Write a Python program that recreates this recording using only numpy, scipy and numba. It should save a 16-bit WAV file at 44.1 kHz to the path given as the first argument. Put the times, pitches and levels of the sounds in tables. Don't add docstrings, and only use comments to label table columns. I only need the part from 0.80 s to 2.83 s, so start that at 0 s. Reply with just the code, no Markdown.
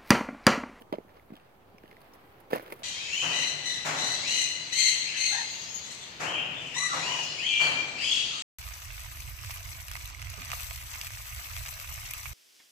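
import sys
import numpy as np
from scipy import signal
from scipy.fft import irfft, next_fast_len
from scipy.io import wavfile
from scipy.ndimage import uniform_filter1d, map_coordinates
from numba import njit

SR = 44100
rng = np.random.default_rng(int(sys.argv[2]) if len(sys.argv) > 2 else 0)


def put_to_file(sound):
    columns = np.atleast_2d(sound).T
    safe = np.clip(columns, -1, 1)
    whole_steps = np.round(safe * 32767)
    wavfile.write(sys.argv[1], SR, whole_steps.astype(np.int16))


def magnitude_from_level(level_db):
    exponent = np.asarray(level_db, float) / 20
    return 10 ** exponent


N = 89655

# (time [s], level [dB], pitch [Hz], ring t60 [s])
PACKING_THUDS = [(0.0139, -42, 300, 0.018), (.0185, -40.5, 480, 0.018), (0.1254, -21, 586, 0.0067),
                 (.127, -17, 407, 0.01), (0.1325, -36, 560, 0.015), (0.136, -24, 613, 0.05),
                 (0.1409, -26, 510, 0.0056), (0.1463, -28.5, 380, 0.01), (0.1513, -36, 435, 0.0088),
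                 (0.1635, -48, 447, 0.024), (0.171, -45, 398, 0.022), (0.1846, -23.5, 400, 0.02),
                 (0.206, -45, 420, 0.04), (0.248, -47, 348, 0.051), (0.5041, -36.5, 230, 0.007),
                 (0.5055, -40.5, 600, 0.011), (0.5218, -32, 200, 0.02), (0.5371, -41, 304, 0.044),
                 (0.944, -45, 190, 0.029), (1.0390, -37, 350, 0.021), (1.1260, -48, 438, 0.068),
                 (1.7036, -45, 450, 0.023), (1.713, -50, 520, 0.012), (1.7232, -27.5, 483, 0.027),
                 (1.7318, -10.5, 476, 0.014), (1.739, -39, 510, 0.014), (1.7426, -36, 565, 0.012),
                 (1.7509, -30.5, 490, 0.0091), (1.7590, -21.5, 563, 0.031), (1.7670, -26, 613, 0.025),
                 (1.7725, -38, 560, 0.013), (1.7795, -38, 527, 0.01), (1.7966, -29.5, 530, 0.0084),
                 (1.806, -50, 406, 0.045), (1.826, -40, 570, .02), (1.87, -42.5, 536, 0.052),
                 (1.9224, -29.5, 565, 0.042), (1.9255, -33.5, 910, 0.026), (1.934, -36.5, 597, 0.015),
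                 (2.0209, -37.5, 665, 0.022)]
# (time [s], level [dB], pitch [Hz], treble [dB])
CRUST_SNAPS = [(0.0201, -42.5, 3000, -14), (0.1255, -36, 3150, -10.5), (0.1264, -45, 4800, -13),
               (0.14, -36.5, 3010, -23), (0.148, -51, 1980, -21), (0.1546, -42.5, 2140, -20),
               (0.1838, -45.5, 2100, -19), (0.282, -51, 1780, -29), (0.2929, -50.5, 1870, -28),
               (0.3958, -47, 2100, -13), (0.5042, -51.5, 2030, -24), (0.5539, -43.5, 3300, -17),
               (0.5661, -43, 3100, -18), (0.5744, -50, 3260, -18), (0.5982, -49.5, 2700, -16),
               (0.9826, -44.5, 2290, -15), (0.9824, -49, 5470, -9), (1.035, -45.5, 1600, -18),
               (1.0572, -47.5, 1850, -22), (1.0777, -47, 2960, -15), (1.1123, -41.5, 2120, -20),
               (1.1278, -46, 1880, -17), (1.1673, -42, 1970, -26), (1.2158, -52.5, 4470, 0),
               (1.2435, -55, 2410, -8), (1.272, -66, 3820, -12), (1.289, -69, 3000, 7),
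               (1.3354, -48, 5600, -4), (1.7038, -45, 2120, -8), (1.726, -39, 2630, -10),
               (1.7317, -19.5, 1765, -27), (1.7362, -26, 1770, -15), (1.7588, -30, 1570, -26),
               (1.7752, -34, 1970, -27), (1.7414, -31, 2700, -12), (1.7645, -35, 2420, -12),
               (1.7825, -34, 2110, -16), (1.7962, -33, 1530, -13), (1.8086, -41.5, 2170, -15),
               (1.8616, -41.5, 3280, -10), (1.873, -59, 3050, 2), (1.879, -40.5, 1480, -8),
               (1.9044, -41, 2040, -22), (1.9157, -44, 2160, -3.5), (1.9225, -28.5, 2100, -15.5),
               (1.938, -44, 2160, -1), (1.997, -65, 2500, 6)]
# (start [s], level [dB], hold [s], fade t60 [s], treble [dB])
CRUSH_PUSHES = [(0, -58.5, 0.021, 0.022, 2.5), (0.124, -40.5, 0.0049, 0.015, -12.5),
                (0.129, -50, 0.024, 0.073, -16), (0.287, -61.5, 0.1, 0.075, -30),
                (0.53, -58, 0.04, 0.52, -10), (1.046, -62, 0.083, .1, -13),
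                (1.201, -60.5, 0.0078, 0.018, 7), (1.213, -55, .006, .015, 4.5),
                (1.336, -55, 0.0037, 0.016, 5.5), (1.341, -59.5, .012, .05, 3),
                (1.6, -56.5, 0.009, 0.02, 5.5), (1.7023, -44.5, 0.038, 0.084, 0),
                (1.7205, -35.5, 0.023, 0.078, -8), (1.748, -42, 0.014, 0.096, -2.5),
                (1.774, -49, 0.01, 0.047, -9), (1.798, -48, 0.0039, 0.05, 0),
                (1.821, -58, 0.017, 0.043, 8.5), (1.852, -56, 0.043, .08, -7.5),
                (1.899, -53, 0.0076, 0.054, 1), (1.922, -38, 0.0065, 0.023, 0),
                (1.958, -62.5, 0.0048, 0.026, 11.5), (1.959, -60, 0.031, 0.53, 2.5),
                (2.02, -56.5, .02, .05, -10)]
# (pitch [Hz], level [dB])
CRYSTAL_TONE = [(300, -9.5), (600, 0), (950, -5), (1950, -3), (3300, -8), (5000, -13.5), (7400, -32.5),
                (10500, -3.5)]
# (time [s], level [dB])
RUSTLE_LEVEL = [
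    (0, -65),
    (.25, -67),
    (.55, -63),
    (.85, -64.5),
    (1.1, -61.5),
    (1.4, -57),
    (1.681, -61.5),
    (1.8, -50.5),
    (2.03, -57),
]
# (frequency [Hz], level [dB per third octave])
HUSH_TONE = [(25, -88.5), (60, -74), (100, -71), (300, -70), (800, -66), (1600, -77), (7000, -85.5),
             (13000, -79)]
# (frequency [Hz], likeness [0-1])
HUSH_LIKENESS = [(30, 0.7), (70, 0.88), (130, 0.9), (290, 0.64), (640, 0.43), (1410, 0.1), (3100, 0.01),
                 (15000, 0.0)]


def thuds():
    heavy_db, trim_db, late_s = -20.5, -1.5, 0.00015
    push_cycles, swell_cycles = 0.43, 0.74
    overtone_ratio, overtone_db = 1.586, -6
    out = np.zeros(N)
    for s, db, hz, t60 in PACKING_THUDS:
        push_s, swell_s = push_cycles / hz, swell_cycles / hz
        body = ring(hz, t60, push_s, swell_s)
        overtone = ring(overtone_ratio * hz, 0.35 * t60, push_s * 0.7, swell_s)
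        blow = body + magnitude_from_level(overtone_db) * overtone
        direction = np.sign(db - heavy_db)
        add(out, s + late_s - swell_s, direction * magnitude_from_level(db + trim_db) * blow)
    return out


def snaps():
    ring_t60_s, spread_s, crystals_db, per_snap = 0.0094, 0.0006, -12, 24
    cracks = np.zeros(N)
    for s, db, hz, _ in CRUST_SNAPS:
        add(cracks, s + 0.0006, magnitude_from_level(db) * ring(hz, ring_t60_s, 0.0001))
    chance = rng.random(size=(len(CRUST_SNAPS) * per_snap, 5)).T + 1e-9
    chance[0] = 0.35 + 0.65 * chance[0]
    s, db, _, treble_db = np.repeat(CRUST_SNAPS, per_snap, axis=0).T
    at_s = s + 0.00054 - spread_s * np.log(chance[4])
    return cracks + crystals(at_s, magnitude_from_level(db + crystals_db), magnitude_from_level(db + treble_db + 1.0), chance[:4])


def crush():
    grains_per_s, attack_s = 20000, 0.0022
    patch_db, patches_per_s = 3.5, 150
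    chance = rng.random(size=(5, int(grains_per_s * N / SR))) + 1e-9
    t = chance[4] * N / SR
    force, frost = 0, 0
    for s, db, hold, t60, treble_db in CRUSH_PUSHES:
        attack = np.clip((t - s) / attack_s, 0, 1)
        fade = 1000 ** (-np.clip(t - s - hold, 0, 2) / t60)
        force = force + magnitude_from_level(db) * attack * fade
        frost = frost + magnitude_from_level(db + treble_db) * attack * fade
    slip = magnitude_from_level(patch_db * walk(patches_per_s))
    slip = slip[(t * SR).astype(int).clip(0, N - 1)]
    return crystals(t, force * slip * magnitude_from_level(-5.0), frost * slip * magnitude_from_level(-4.5), chance[:4])


def crystals(s, body_gain, treble_gain, chance):
    treble_hz, left_treble_db = 7700, -2.5
    size_scatter_db, port_scatter_db, port_spread_s = 1.63, 5.5, 0.00007
    ring_cycles, ring_extra_s = 6.6, 0.00082
    hz = 280 * 57 ** (chance[0] ** 0.6)
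    size = magnitude_from_level(curve(CRYSTAL_TONE, hz) - size_scatter_db * np.log(chance[1]))
    port_treble = treble_gain * np.array([[magnitude_from_level(left_treble_db)], [1]])
    size = size * np.where(hz > treble_hz, port_treble, body_gain)
    size = size * magnitude_from_level(port_scatter_db * 4 * (chance[2:] - 0.5))
    size = size * np.sign(np.sin(99 * hz))
    at = np.clip((s + port_spread_s * chance[2:]) * SR, 0, N - 1).astype(np.int64)
    length = SR * (ring_cycles / hz + ring_extra_s)
    turn = 2 * np.pi * hz / SR
    return np.array([grains(a, turn, row, length, count=N) for a, row in zip(at, size)])


@njit
def grains(at, turn, size, length, count):
    out = np.zeros(count + 4000)
    for k in range(len(at)):
        r = np.exp(-6.9 / length[k])
        a, b = 2 * r * np.cos(turn[k]), -r * r
        y, old = size[k] * np.sin(turn[k]), 0.
        for i in range(min(int(length[k] * .6), 3999)):
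            out[at[k] + i] += y
            y, old = a * y + b * old, y
    return out[:count]


def ring(hz, t60, push_s, swell_s=1e-5):
    t = np.arange(int(0.08 * SR)) / SR - swell_s
    shape = np.where(t < 0, (1 + t / swell_s) ** 2, 1000 ** (-t / max(t60, 0.002)))
    mode = np.cos(2 * np.pi * hz * t) * shape
    y = np.convolve(mode, np.hanning(int(push_s * SR) + 3))[:len(t)]
    return y / np.abs(y).max()


def rustle():
    db = np.interp(np.arange(N) / SR, *np.array(RUSTLE_LEVEL).T) - 3
    rub = magnitude_from_level(-6 + 4.1 * walk(25.15)) * band(387, 0.55)[0]
    hiss = magnitude_from_level(-12.5 + 1.8 * walk(50)) * band(13400, 0.34)
    flutter = magnitude_from_level(1.27 * walk(39.93) + 0.94 * walk(300))
    cloth = flutter * band(1004.5, 1.6)
    return magnitude_from_level(db) * (cloth + rub + hiss)


def hush():
    swell_db, flicker_db, left_db = 0.9, 1.7, -2.5
    out, swell = 0, walk(2.86)
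    for hz in 24 * 2 ** np.arange(0, 9.6, 0.5):
        mid, side = band(hz, 0.33)
        alike = np.clip(curve(HUSH_LIKENESS, hz), 0, 0.99)
        db = curve(HUSH_TONE, hz) + 1.88 + swell_db * swell + flicker_db * walk(11.77)
        spread = np.sqrt(1 - alike) * side * np.array([[1], [-1]])
        out = out + magnitude_from_level(db) * (np.sqrt(1 + alike) * mid + spread) / np.sqrt(2)
    return out * magnitude_from_level(np.array([[left_db], [0]]))


def band(hz, octaves):
    size = next_fast_len(N)
    f = np.arange(1, size // 2 + 2) * SR / size
    bell = np.exp(-(np.log2(f / hz) / octaves) ** 2)
    keep = np.flatnonzero(bell > 0.003)
    noise = rng.standard_normal((2, len(keep))) + 1j * rng.standard_normal((2, len(keep)))
    bins = np.zeros((2, len(f)), complex)
    bins[:, keep] = bell[keep] * noise
    return unit(irfft(bins, size)[:, :N])


def walk(rate):
    steps = np.repeat(rng.standard_normal(int(rate * N / SR) + 2), 8)
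    steps = uniform_filter1d(uniform_filter1d(steps, 8), 8)
    return 1.3 * np.interp(np.arange(N) * rate * 8 / SR, np.arange(len(steps)), steps)


def curve(table, hz):
    points = np.array(table)
    return np.interp(np.log(hz), np.log(points[:, 0]), points[:, 1])


def unit(x):
    return x / np.sqrt(np.mean(x ** 2))


def add(out, at, x):
    i = max(int(at * SR), 0)
    out[i:i + len(x)] += x[:N - i]


def late(x, lag_s):
    left = map_coordinates(x[0], [np.arange(N) - lag_s * SR], mode="nearest")
    return np.array([left, x[1]])


def scatter(steps):
    echo_db, echo_t60_s = -13, 0.073
    t = np.arange(int(0.12 * SR)) / SR
    tail = rng.standard_normal((2, len(t))) * 1000 ** (-t / echo_t60_s) * (t > 0.002)
    tail = tail * magnitude_from_level(echo_db) / np.sqrt(np.sum(tail ** 2, axis=1, keepdims=True))
    return signal.fftconvolve(steps, tail, axes=1)[:, :N]


def scene():
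    thud_lag_s, crackle_lag_s, left_db = 0.00037, 0.0004443, -2.5
    steps = late(thuds() * np.ones((2, 1)), thud_lag_s) + late(snaps() + crush(), crackle_lag_s)
    steps = steps * magnitude_from_level(np.array([[left_db], [0]]))
    bass_cut = signal.butter(3, 150, "high", fs=SR, output="sos")
    steps = signal.sosfilt(bass_cut, steps)
    return steps + scatter(steps) + hush() + rustle()


def band_limit(x):
    return signal.sosfilt(signal.butter(12, 16790, fs=SR, output="sos"), x)


def record(dry):
    notch_hz, notch_width_hz, notch_share = 7340, 280, 0.073
    cavity = signal.iirpeak(notch_hz, notch_hz / notch_width_hz, fs=SR)
    dip = dry - notch_share * signal.lfilter(*cavity, dry)
    top_cut = signal.ellip(8, 0.3, 30, 15850, fs=SR, output="sos")
    mix = signal.sosfilt(top_cut, dip) - 0.00047
    return band_limit(mix)


dry = scene()
out = record(dry)
put_to_file(out)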